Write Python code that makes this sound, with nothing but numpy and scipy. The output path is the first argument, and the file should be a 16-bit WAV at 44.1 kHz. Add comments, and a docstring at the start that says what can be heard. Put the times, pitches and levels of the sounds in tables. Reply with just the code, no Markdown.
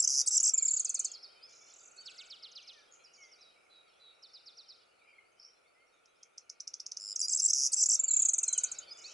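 """An open field, where a bunting on a post ends one song and, after a pause, sings a whole one:
quickening ticks, a two-voiced jangle of pips, rattles, buzzes and rasps, and a slowing trill of
down-sweeps. The two sides of its syrinx act as independent oscillators, each nearly sinusoidal,
and the throat filters out the lows. Other birds answer with whistles and slurs, scattered by ground
and bushes, over a far chorus, a hoarse distant tone and a faint rush of wind."""
import sys
import numpy as np
from scipy import signal
from scipy.fft import rfft, irfft
from scipy.io import wavfile
from scipy.ndimage import map_coordinates

SR = 44100
rng = np.random.default_rng(int(sys.argv[2]) if len(sys.argv) > 2 else 0)


def file_out(sig):
    """Save sig as 16-bit WAV at sys.argv[1]."""
    # one column per channel
    cols = np.atleast_2d(sig).T
    # limit, then scale
    lim = np.clip(cols, -1, 1)
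    pcm = np.round(lim * 32767).astype(np.int16)
    wavfile.write(sys.argv[1], SR, pcm)


N = 402633

# Levels are those of the sources, ahead of trims, filters and echoes.
# Ticks that open the song: time_s, level_db
TICKS = [(6.058, -54), (6.232, -41.5), (6.3809, -34), (6.499, -32), (6.6044, -29.5), (6.6768, -28),
         (6.7404, -28), (6.8019, -29.5), (6.8646, -28.5), (6.919, -28), (6.9712, -27)]
# Two-voiced pips that lead into the jangle: start_s, count, period_s, high_db, low_db, crescendo_db
PIP_RUNS = [(6.998, 14, 0.0098, -45, -39.5, 7), (7.192, 2, 0.0094, -29, -31.5, 2.5),
            (7.274, 2, 0.0077, -40, -43, 14)]
# Notes that arch up and back: start_s, length_s, foot_hz, top_hz, level_db
ARCHES = [(7.857, .013, 4700, 7200, -19.5)]
# Syllables, a held high note and then a low fall: start_s, hold_s, high_db, low_db
SYLLABLES = [(7.155, 0.0072, -40, -24), (7.21, 0.0063, -29, -22.5), (7.292, 0.0064, -28, -26.5),
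             (7.327, 0.008, -26, -20.5), (7.37, 0.0052, -27, -26), (7.395, 0.006, -31, -19.5),
             (7.475, 0.011, -28.5, -23.5), (7.498, 0.0088, -29, -18.5), (7.532, 0.0033, -20.5, -17.5),
             (7.728, 0.0066, -29.5, -20.5), (7.738, 0.011, -19, -44), (7.822, 0.015, -16.5, -17.5)]
# Rattles, one syllable repeated: start_s, count, period_s, high_db, low_db, crescendo_db
RATTLES = [(7.306, 5, 0.0047, -29.5, -37.5, 7.5), (7.346, 2, 0.0133, -21, -70, -1),
           (7.419, 5, .0099, -23.5, -36.5, 9), (7.763, 6, .0095, -27, -27.5, 6),
           (7.886, 4, 0.018, -20, -19.5, -0.5)]
# Buzzes: start_s, count, period_s, sag_length_s, pitch_hz, sag_fraction, level_db, crescendo_db
BUZZES = [(7.544, 18, 0.0073, .0085, 5530, 0.18, -28.5, 6)]
# Fluttering notes: start_s, length_s, start_hz, end_hz, flutter_hz, level_db
RASPS = [(7.218, 0.047, 4833, 4910, 756, -25), (7.383, 0.0294, 5000, 5400, 513, -27),
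         (7.493, 0.015, 5010, 5400, 540, -23.5), (7.716, 0.024, 7620, 9100, 708, -28.5),
         (7.717, 0.022, 3956, 4900, 700, -28.5)]
# Notes of the trill that ends each song: time_s, level_db
FIRST_TRILL = [(0.5388, -15.5), (0.5802, -15.5), (0.6255, -17.5), (0.6536, -17.5), (0.6818, -17.5),
               (0.7096, -18.5), (0.7363, -18.5), (0.7667, -20), (0.798, -19.5), (0.8487, -22),
               (0.8955, -22), (0.9457, -21.5), (0.9954, -20.5), (1.048, -21.5), (1.1171, -32)]
SECOND_TRILL = [(7.9954, -16.5), (8.0388, -18), (8.0832, -19.5), (8.1097, -16), (8.136, -15.5),
                (8.1658, -14.5), (8.1942, -15.5), (8.2224, -15.5), (8.2528, -15), (8.288, -15),
                (8.336, -17), (8.3839, -18), (8.4332, -19), (8.4817, -19), (8.53, -19), (8.5803, -17),
                (8.6374, -18), (8.7172, -27), (8.7868, -28.5)]
# Whistles of other birds: start_s, length_s, start_hz, end_hz, level_db
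NEIGHBOUR_WHISTLES = [(1.423, 0.048, 4820, 5190, -46.5), (1.974, 0.051, 4230, 4640, -45.5),
                      (2.161, 0.11, 1950, 2370, -60), (2.726, 0.14, 1950, 1625, -65),
                      (3.167, 0.15, 2340, 2040, -56), (5.738, 0.15, 1966, 2175, -66.5),
                      (8.065, 0.081, 4800, 3800, -45.5), (8.461, 0.085, 4250, 4010, -44),
                      (8.539, 0.058, 3390, 2860, -47.5), (8.904, 0.042, 4910, 5076, -40.5),
                      (9.038, 0.042, 3960, 4720, -41.5)]
# Their runs of slurs: start_s, count, period_s, start_hz, end_hz, level_db, crescendo_db
NEIGHBOUR_PHRASES = [(0.57, 8, .094, 5550, 4250, -40, -2), (2.053, 6, 0.123, 5500, 2550, -40.5, -1),
                     (4.219, 5, 0.116, 5800, 3550, -46.5, .5), (1.49, 18, .0135, 7500, 4900, -56, 1),
                     (8.97, 12, .0135, 7700, 5000, -49, 0), (2.515, 6, .054, 6600, 4700, -53, -7),
                     (1.735, 7, 0.023, 7830, 6000, -51, 0), (1.908, 8, .0495, 8300, 6200, -53, -2.5),
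                     (3.04, 5, 0.092, 5900, 4600, -55, 0), (3.385, 3, 0.305, 4030, 3800, -57, 3),
                     (8.60, 4, 0.072, 4400, 4750, -51, 1)]
# Warbles of distant birds: start_s, length_s, low_hz, high_hz, level_db
WARBLES = [(2.91, 0.06, 5820, 7450, -68), (3.097, 0.19, 5500, 6750, -74.5),
           (4.965, 0.27, 2110, 2470, -77.5), (5.363, 0.14, 4380, 5840, -67.5)]
# Swells of the hoarse tone: start_s, length_s, level_db
HOARSE_SWELLS = [(1.736, 0.76, -66), (8.35, 0.59, -60)]
# Strength of the background, followed by wind and chorus alike: time_s, level_db
BACKGROUND_LEVEL = [(0, -67.5), (4.704, -72.5), (6.6, -74), (8.65, -65)]
# Spectra of the hoarse tone and of the wind's rush and hiss: frequency_hz, relative_density_db
HOARSE_SPECTRUM = [(1220, -27), (1480, 0), (1760, -29.5)]
RUSH_SPECTRUM = [(25, -21), (230, -13.5), (420, -2), (480, 0), (780, -4.5), (1100, -13.5), (2000, -60)]
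HISS_SPECTRUM = [(900, -33.5), (1150, -3.5), (1380, 3.5), (1600, -10), (1950, -9), (2450, -2), (3300, -16),
                 (6800, -19.5), (11000, -17.5)]
# Likeness of the noise at the two ears: frequency_hz, correlation
EAR_CORRELATION = [(40, 1), (400, -0.35), (1200, 0.061), (9000, 0.065)]

# Pitch glides: start_hz, middle_hz, end_hz
HIGH_SIDE_HZ, LOW_SIDE_HZ = (7930, 7465, 7536), (7330, 6324, 4690)
SHALLOW_HZ, STEEP_HZ = (7510, 7277, 6550), (9030, 6737, 6104)
FLICK_HZ = (5120, 6750, 7800)


def bunting(song_spacing_s=7.458):
    """Direct sound and brief scatter of two songs that share a jangle but end in different trills."""
    songs = ticks() + jangle() + trill(FIRST_TRILL) + trill(SECOND_TRILL)
    add(songs, -song_spacing_s, jangle())   # the first song is already under way
    return scatter(songs, t60_s=0.12, wet_db=-10.5, build_s=0.0028) * from_db([[-.7], [0]])


def syrinx(hz, overtone_db):
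    """A nearly harmonic oscillator: phase is the integral of frequency, and a weak octave joins in."""
    phase = 2 * np.pi * (np.cumsum(hz) / SR + rng.random())
    return np.sin(phase) + from_db(overtone_db) * np.sin(2 * phase)


def note(length_s, start_hz, middle_hz, end_hz, db, crest=0.37, ease=0, overtone_db=-27,
         jitter=0.029, rough=0, beat_hz=2600, grit=0, press=0):
    """Frequency and amplitude modulation: pitch glides while the air pressure swells and falls."""
    progress = np.linspace(0, 1, max(int(length_s * SR), 20))
    eased = progress - ease * np.sin(2 * np.pi * progress) / (2 * np.pi)   # hooks both ends
    hz = np.polyval(np.polyfit([0, .5, 1], [start_hz, middle_hz, end_hz], 2), eased)
    swell = np.sin(np.pi / 2 * np.interp(progress, [0, crest, 1], [0, 1, 0]))
    swell += press * swell * (1 - swell)   # flattens the top
    waver, flow = wobble(len(hz), hz=809), wobble(len(hz), hz=1230)
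    # the other side of the syrinx shakes the airflow, which throws ragged sidebands
    beat = np.sin(2 * np.pi * beat_hz * length_s * progress)
    shake = 1 + rough * flow * beat + grit * rng.standard_normal(len(hz))
    return from_db(db) * swell * shake * syrinx(hz * (1 + jitter * waver), overtone_db)


def ticks():
    """Chirps milliseconds apart fuse into one tick: a faint lead-in, an up-sweep and a weaker one."""
    out = np.zeros(N)
    for s, db in TICKS:
        add(out, s - .0045, note(0.0053, 6560, 5790, 12400, db - 14.5))
        add(out, s - .0004, note(0.0035, 4070, 5960, 5750, db - .5))
        add(out, s + 0.0032, note(0.00386, 5330, 5610, 8000, db - 9.5))
    return out


def jangle(resonance_hz=4700):
    """Source and filter: throat and open beak cut off below their lowest resonance and ring there."""
    throat = signal.cheby1(7, 1, resonance_hz, "high", fs=SR, output="sos")
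    return signal.sosfilt(throat, pips() + syllables() + buzzes() + rasps())


def pips(length_s=0.0059, high_hz=7230, low_hz=5190):
    """Biphonation: both sides of the syrinx sound at once, each on its own pitch."""
    out = np.zeros(N)
    for start, count, period, high_db, low_db, crescendo_db in PIP_RUNS:
        for s, rise_db in repeats(start, count, period, crescendo_db):
            for hz, db in ((high_hz, high_db), (low_hz, low_db)):
                add(out, s, note(length_s, hz, hz, hz, db + rise_db, overtone_db=-21.5, rough=.25))
    return out


def syllables(fall_s=0.0091, hold_fraction=.76):
    """An arched note and single syllables; fast periodic repetition turns a syllable into a rattle."""
    out = np.zeros(N)
    for s, length, foot_hz, top_hz, db in ARCHES:
        add(out, s, note(length, foot_hz, top_hz, foot_hz, db, rough=0.24))
    for s, hold_s, high_db, low_db in SYLLABLES:
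        add_syllable(out, s, hold_s, fall_s, high_db, low_db)
    for start, count, period, high_db, low_db, crescendo_db in RATTLES:
        hold_s = hold_fraction * period
        for s, rise_db in repeats(start, count, period, crescendo_db):
            add_syllable(out, s, hold_s, min(fall_s, hold_s), high_db + rise_db, low_db + rise_db)
    return out


def add_syllable(track, s, hold_s, fall_s, high_db, low_db, lag_s=0.00099):
    """Two oscillators in turn: the high side holds a note, then the low side takes over and falls."""
    held = note(hold_s, *partial_glide(HIGH_SIDE_HZ, hold_s), high_db, rough=0.11)
    fall = note(fall_s, *partial_glide(LOW_SIDE_HZ, fall_s), low_db, rough=0.15, overtone_db=-22)
    add(track, s, held)
    add(track, s + hold_s + lag_s - fall_s / 2, fall)


def partial_glide(glide_hz, length_s, full_s=0.011, exponent=1.2):
    """A power law: shorter notes cover less of their glide, but land on the same pitch."""
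    reach = min(length_s / full_s, 1) ** exponent
    return glide_hz[-1] + reach * (np.array(glide_hz) - glide_hz[-1])


def buzzes(pitch_spread=.018, uneven_db=.9, flick_s=0.0043, flick_at=0.55):
    """A fast pulse train fuses into a buzz; in each cycle one side sags and the other flicks upward."""
    out = np.zeros(N)
    for start, count, period, length, hz, sag, db, crescendo_db in BUZZES:
        for s, rise_db in repeats(start, count, period, crescendo_db):
            pitches = hz * (1 + sag * np.array([1, 0, -1]) + pitch_spread * rng.standard_normal(3))
            level_db = db + rise_db + uneven_db * rng.standard_normal()
            add(out, s, note(length, *pitches, level_db, rough=0.043, overtone_db=-15.5))
            add(out, s + flick_at * length - flick_s / 2, note(flick_s, *FLICK_HZ, level_db, rough=0.322))
    return out


def rasps(depth=0.49, quicken=0.12, unsteady=.05, overtone_db=-14):
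    """Joint modulation: each beat of a flutter jerks pitch and airflow up, giving upper sidebands."""
    out = np.zeros(N)
    for s, length, start_hz, end_hz, flutter_hz, db in RASPS:
        size = int(length * SR)
        pitch_hz = np.linspace(start_hz, end_hz, size)
        drift = quicken * np.linspace(-1, 1, size) + unsteady * wobble(size, hz=flutter_hz)
        carrier = np.exp(2j * np.pi * np.cumsum(pitch_hz) / SR)
        beat = np.exp(2j * np.pi * np.cumsum(flutter_hz * (1 + drift)) / SR)
        tone = carrier * (1 - depth) / (1 - depth * beat)
        voice = (tone + from_db(overtone_db) * tone ** 2).real
        add(out, s, from_db(db) * voice * signal.windows.tukey(size, .5))
    return out


def trill(notes, note_s=0.017, lead_s=.0035, trim_db=-4, full_voice_db=-24, throat_hz=3600,
          steepen_after_s=0.24, steepen_over_s=0.032, roughen_s=0.15):
    """A train of falling chirps that steepen; the first notes are pure, then noise modulation grows and
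    roughens the later ones."""
    out = np.zeros(N)
    for s, db in notes:
        elapsed_s = s - notes[0][0]
        steepness = 1 / (1 + np.exp((steepen_after_s - elapsed_s) / steepen_over_s))
        pitches = (1 - steepness) * np.array(SHALLOW_HZ) + steepness * np.array(STEEP_HZ)
        # as the voice gives out, notes are shorter and sweep less far
        scale = np.clip(1.5 + 0.2 * (db - full_voice_db), .5, 1)
        pitches = pitches[1] + scale * (pitches - pitches[1])
        grit = 0.089 * np.clip(elapsed_s / roughen_s, 0, 1) ** 2
        chirp = note(scale * note_s, *pitches, db + trim_db, jitter=.006, grit=grit, press=0.45)
        add(out, s - scale * lead_s, chirp)
    return signal.sosfilt(signal.butter(4, throat_hz, "high", fs=SR, output="sos"), out)


def neighbours(throat_hz=3740, pitch_spread=0.042, time_spread_s=.0025):
    """Sparse reflections follow other birds' whistles and their slurs, never twice quite the same."""
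    out = np.zeros(N)
    throat = signal.butter(2, throat_hz, "high", fs=SR, output="sos")
    for s, length, start_hz, end_hz, db in NEIGHBOUR_WHISTLES:
        add(out, s, slur(length, start_hz, end_hz, db))
    for start, count, period, start_hz, end_hz, db, crescendo_db in NEIGHBOUR_PHRASES:
        length = max(.52 * period, .02)
        spread_hz = pitch_spread * (start_hz - end_hz)
        for s, rise_db in repeats(start, count, period, crescendo_db):
            start_shift, end_shift, late, force_db = rng.standard_normal(4)
            sound = slur(length, start_hz + spread_hz * start_shift, end_hz + spread_hz * end_shift,
                         db + rise_db + force_db, crest=0.3, ease=0.45, rough=0.49, beat_hz=169.3)
            add(out, s + time_spread_s * late, signal.sosfilt(throat, sound))
    return scatter(out, t60_s=0.48, wet_db=-7, build_s=0.002, echoes_per_s=89) * from_db([[-3], [-1]])


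def slur(length_s, start_hz, end_hz, db, **voice):
    """A sinusoidal glide that flattens toward its end; its jitter is proportional to its interval."""
    middle_hz = start_hz + .7 * (end_hz - start_hz)
    jitter = 0.036 * np.log(start_hz / end_hz)
    return note(length_s, start_hz, middle_hz, end_hz, db, overtone_db=-np.inf, jitter=jitter, **voice)


def warbles(swing=0.88, voices=2, cycles_per_turn=32, flicker_db=10):
    """Random modulation of pitch and force, faster in higher voices, makes a distant twitter."""
    out = np.zeros(N)
    for s, length, low_hz, high_hz, db in WARBLES:
        size, centre_hz = int(length * SR), (low_hz + high_hz) / 2
        turn_hz = centre_hz / cycles_per_turn
        for _ in range(voices):
            hz = centre_hz + (high_hz - centre_hz) * np.tanh(swing * wobble(size, hz=turn_hz))
            force = from_db(db + flicker_db * wobble(size, hz=turn_hz)) * np.sqrt(np.hanning(size))
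            add(out, s, force * syrinx(hz, overtone_db=-np.inf))
    return out


def chorus(notes_per_s=70, low_hz=2192, high_hz=6550, loudest_db=-56, cycles_per_note=140):
    """Incoherent superposition: many far birds slur up or down at random; higher notes are shorter."""
    out = np.zeros(N)
    times, background_db = np.transpose(BACKGROUND_LEVEL)
    for when, pitch, glide, weakness in rng.random((int(notes_per_s * N / SR), 4)):
        s, hz = when * N / SR, low_hz * (high_hz / low_hz) ** pitch
        lull_db = np.interp(s, times, background_db) - background_db.max()
        db = loudest_db + 2.21 * lull_db - 10 * weakness
        span = 1 + .1 * (2 * glide - 1)
        add(out, s, slur(cycles_per_note / hz, hz * span, hz / span, db))
    return out


def hoarse_tone():
    """Narrow-band noise has a rough pitch; this band swells and fades far away."""
    envelope = np.zeros(N)
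    for s, length, db in HOARSE_SWELLS:
        add(envelope, s, from_db(db) * np.hanning(int(length * SR)))
    return envelope * stereo_noise(HOARSE_SPECTRUM)


def wind(hiss_db=2.5):
    """Broadband noise under one slow envelope: a low rush and a thinner hiss swell together."""
    db = np.interp(np.arange(N) / SR, *np.transpose(BACKGROUND_LEVEL))
    return from_db(db) * stereo_noise(RUSH_SPECTRUM) + from_db(db + hiss_db) * stereo_noise(HISS_SPECTRUM)


def scatter(direct, t60_s, wet_db, build_s, echoes_per_s=SR):
    """Convolution adds exponentially decaying echoes from ground and bushes, different in each ear."""
    t = np.arange(SR) / SR
    tail = rng.standard_normal((2, SR)) * (rng.random((2, SR)) < echoes_per_s / SR)
    tail *= from_db(-60 * t / t60_s) * np.clip(t / build_s, 0, 1) ** 2
    tail /= np.sqrt(np.sum(tail ** 2, axis=1, keepdims=True))
    tail = tail + 0.53 * tail[::-1]   # the ears share most of the scatter
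    return direct + from_db(wet_db) * signal.fftconvolve(direct[None], tail, axes=1)[:, :N]


def stereo_noise(spectrum):
    """Spectrally shaped noise of rms 1; the balance of mid and side sets the ears' correlation."""
    log_hz = np.log(np.arange(N // 2 + 1) * SR / N + 1)
    level_db, alike = [np.interp(log_hz, np.log(hz), values)
                       for hz, values in (np.transpose(spectrum), np.transpose(EAR_CORRELATION))]
    alike = np.clip(alike, -.95, .95)
    mid, side = rfft(rng.standard_normal((2, N))) * from_db(level_db)
    out = irfft(np.sqrt(1 + alike) * mid + np.sqrt(1 - alike) * side * [[1], [-1]], N)
    return out / out.std()


def wobble(size, hz):
    """Smooth noise of spread about 1, interpolated through hz random values a second."""
    steps = np.arange(size) * hz / SR
    return map_coordinates(rng.standard_normal(size=400), [steps], mode="mirror")


def repeats(start_s, count, period_s, crescendo_db):
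    """Times and level steps of a periodic run with a crescendo."""
    return zip(start_s + period_s * np.arange(count), np.linspace(0, crescendo_db, count))


def from_db(db):
    """Decibels to amplitude ratio."""
    return 10 ** (np.asarray(db) / 20)


def add(track, s, sound):
    """Superpose a sound at time s; what lies outside the track is dropped."""
    onset = int(round(s * SR))
    lo, hi = max(onset, 0), min(onset + len(sound), N)
    if hi > lo:
        track[lo:hi] += sound[lo - onset:hi - onset]


def scene():
    """Sound pressures add: the near bird, its neighbours, far birds, the hoarse tone and the wind."""
    far_birds = scatter(warbles() + chorus(), t60_s=0.36, wet_db=-2, build_s=.004)
    return bunting() + neighbours() + far_birds + hoarse_tone() + wind()


def record(dry):
    """Band limiting: a steep low-pass removes the treble above about 11 kHz."""
    return signal.sosfilt(signal.ellip(10, .2, 70, 11050, fs=SR, output="sos"), dry)


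dry = scene()
out = record(dry)
file_out(out)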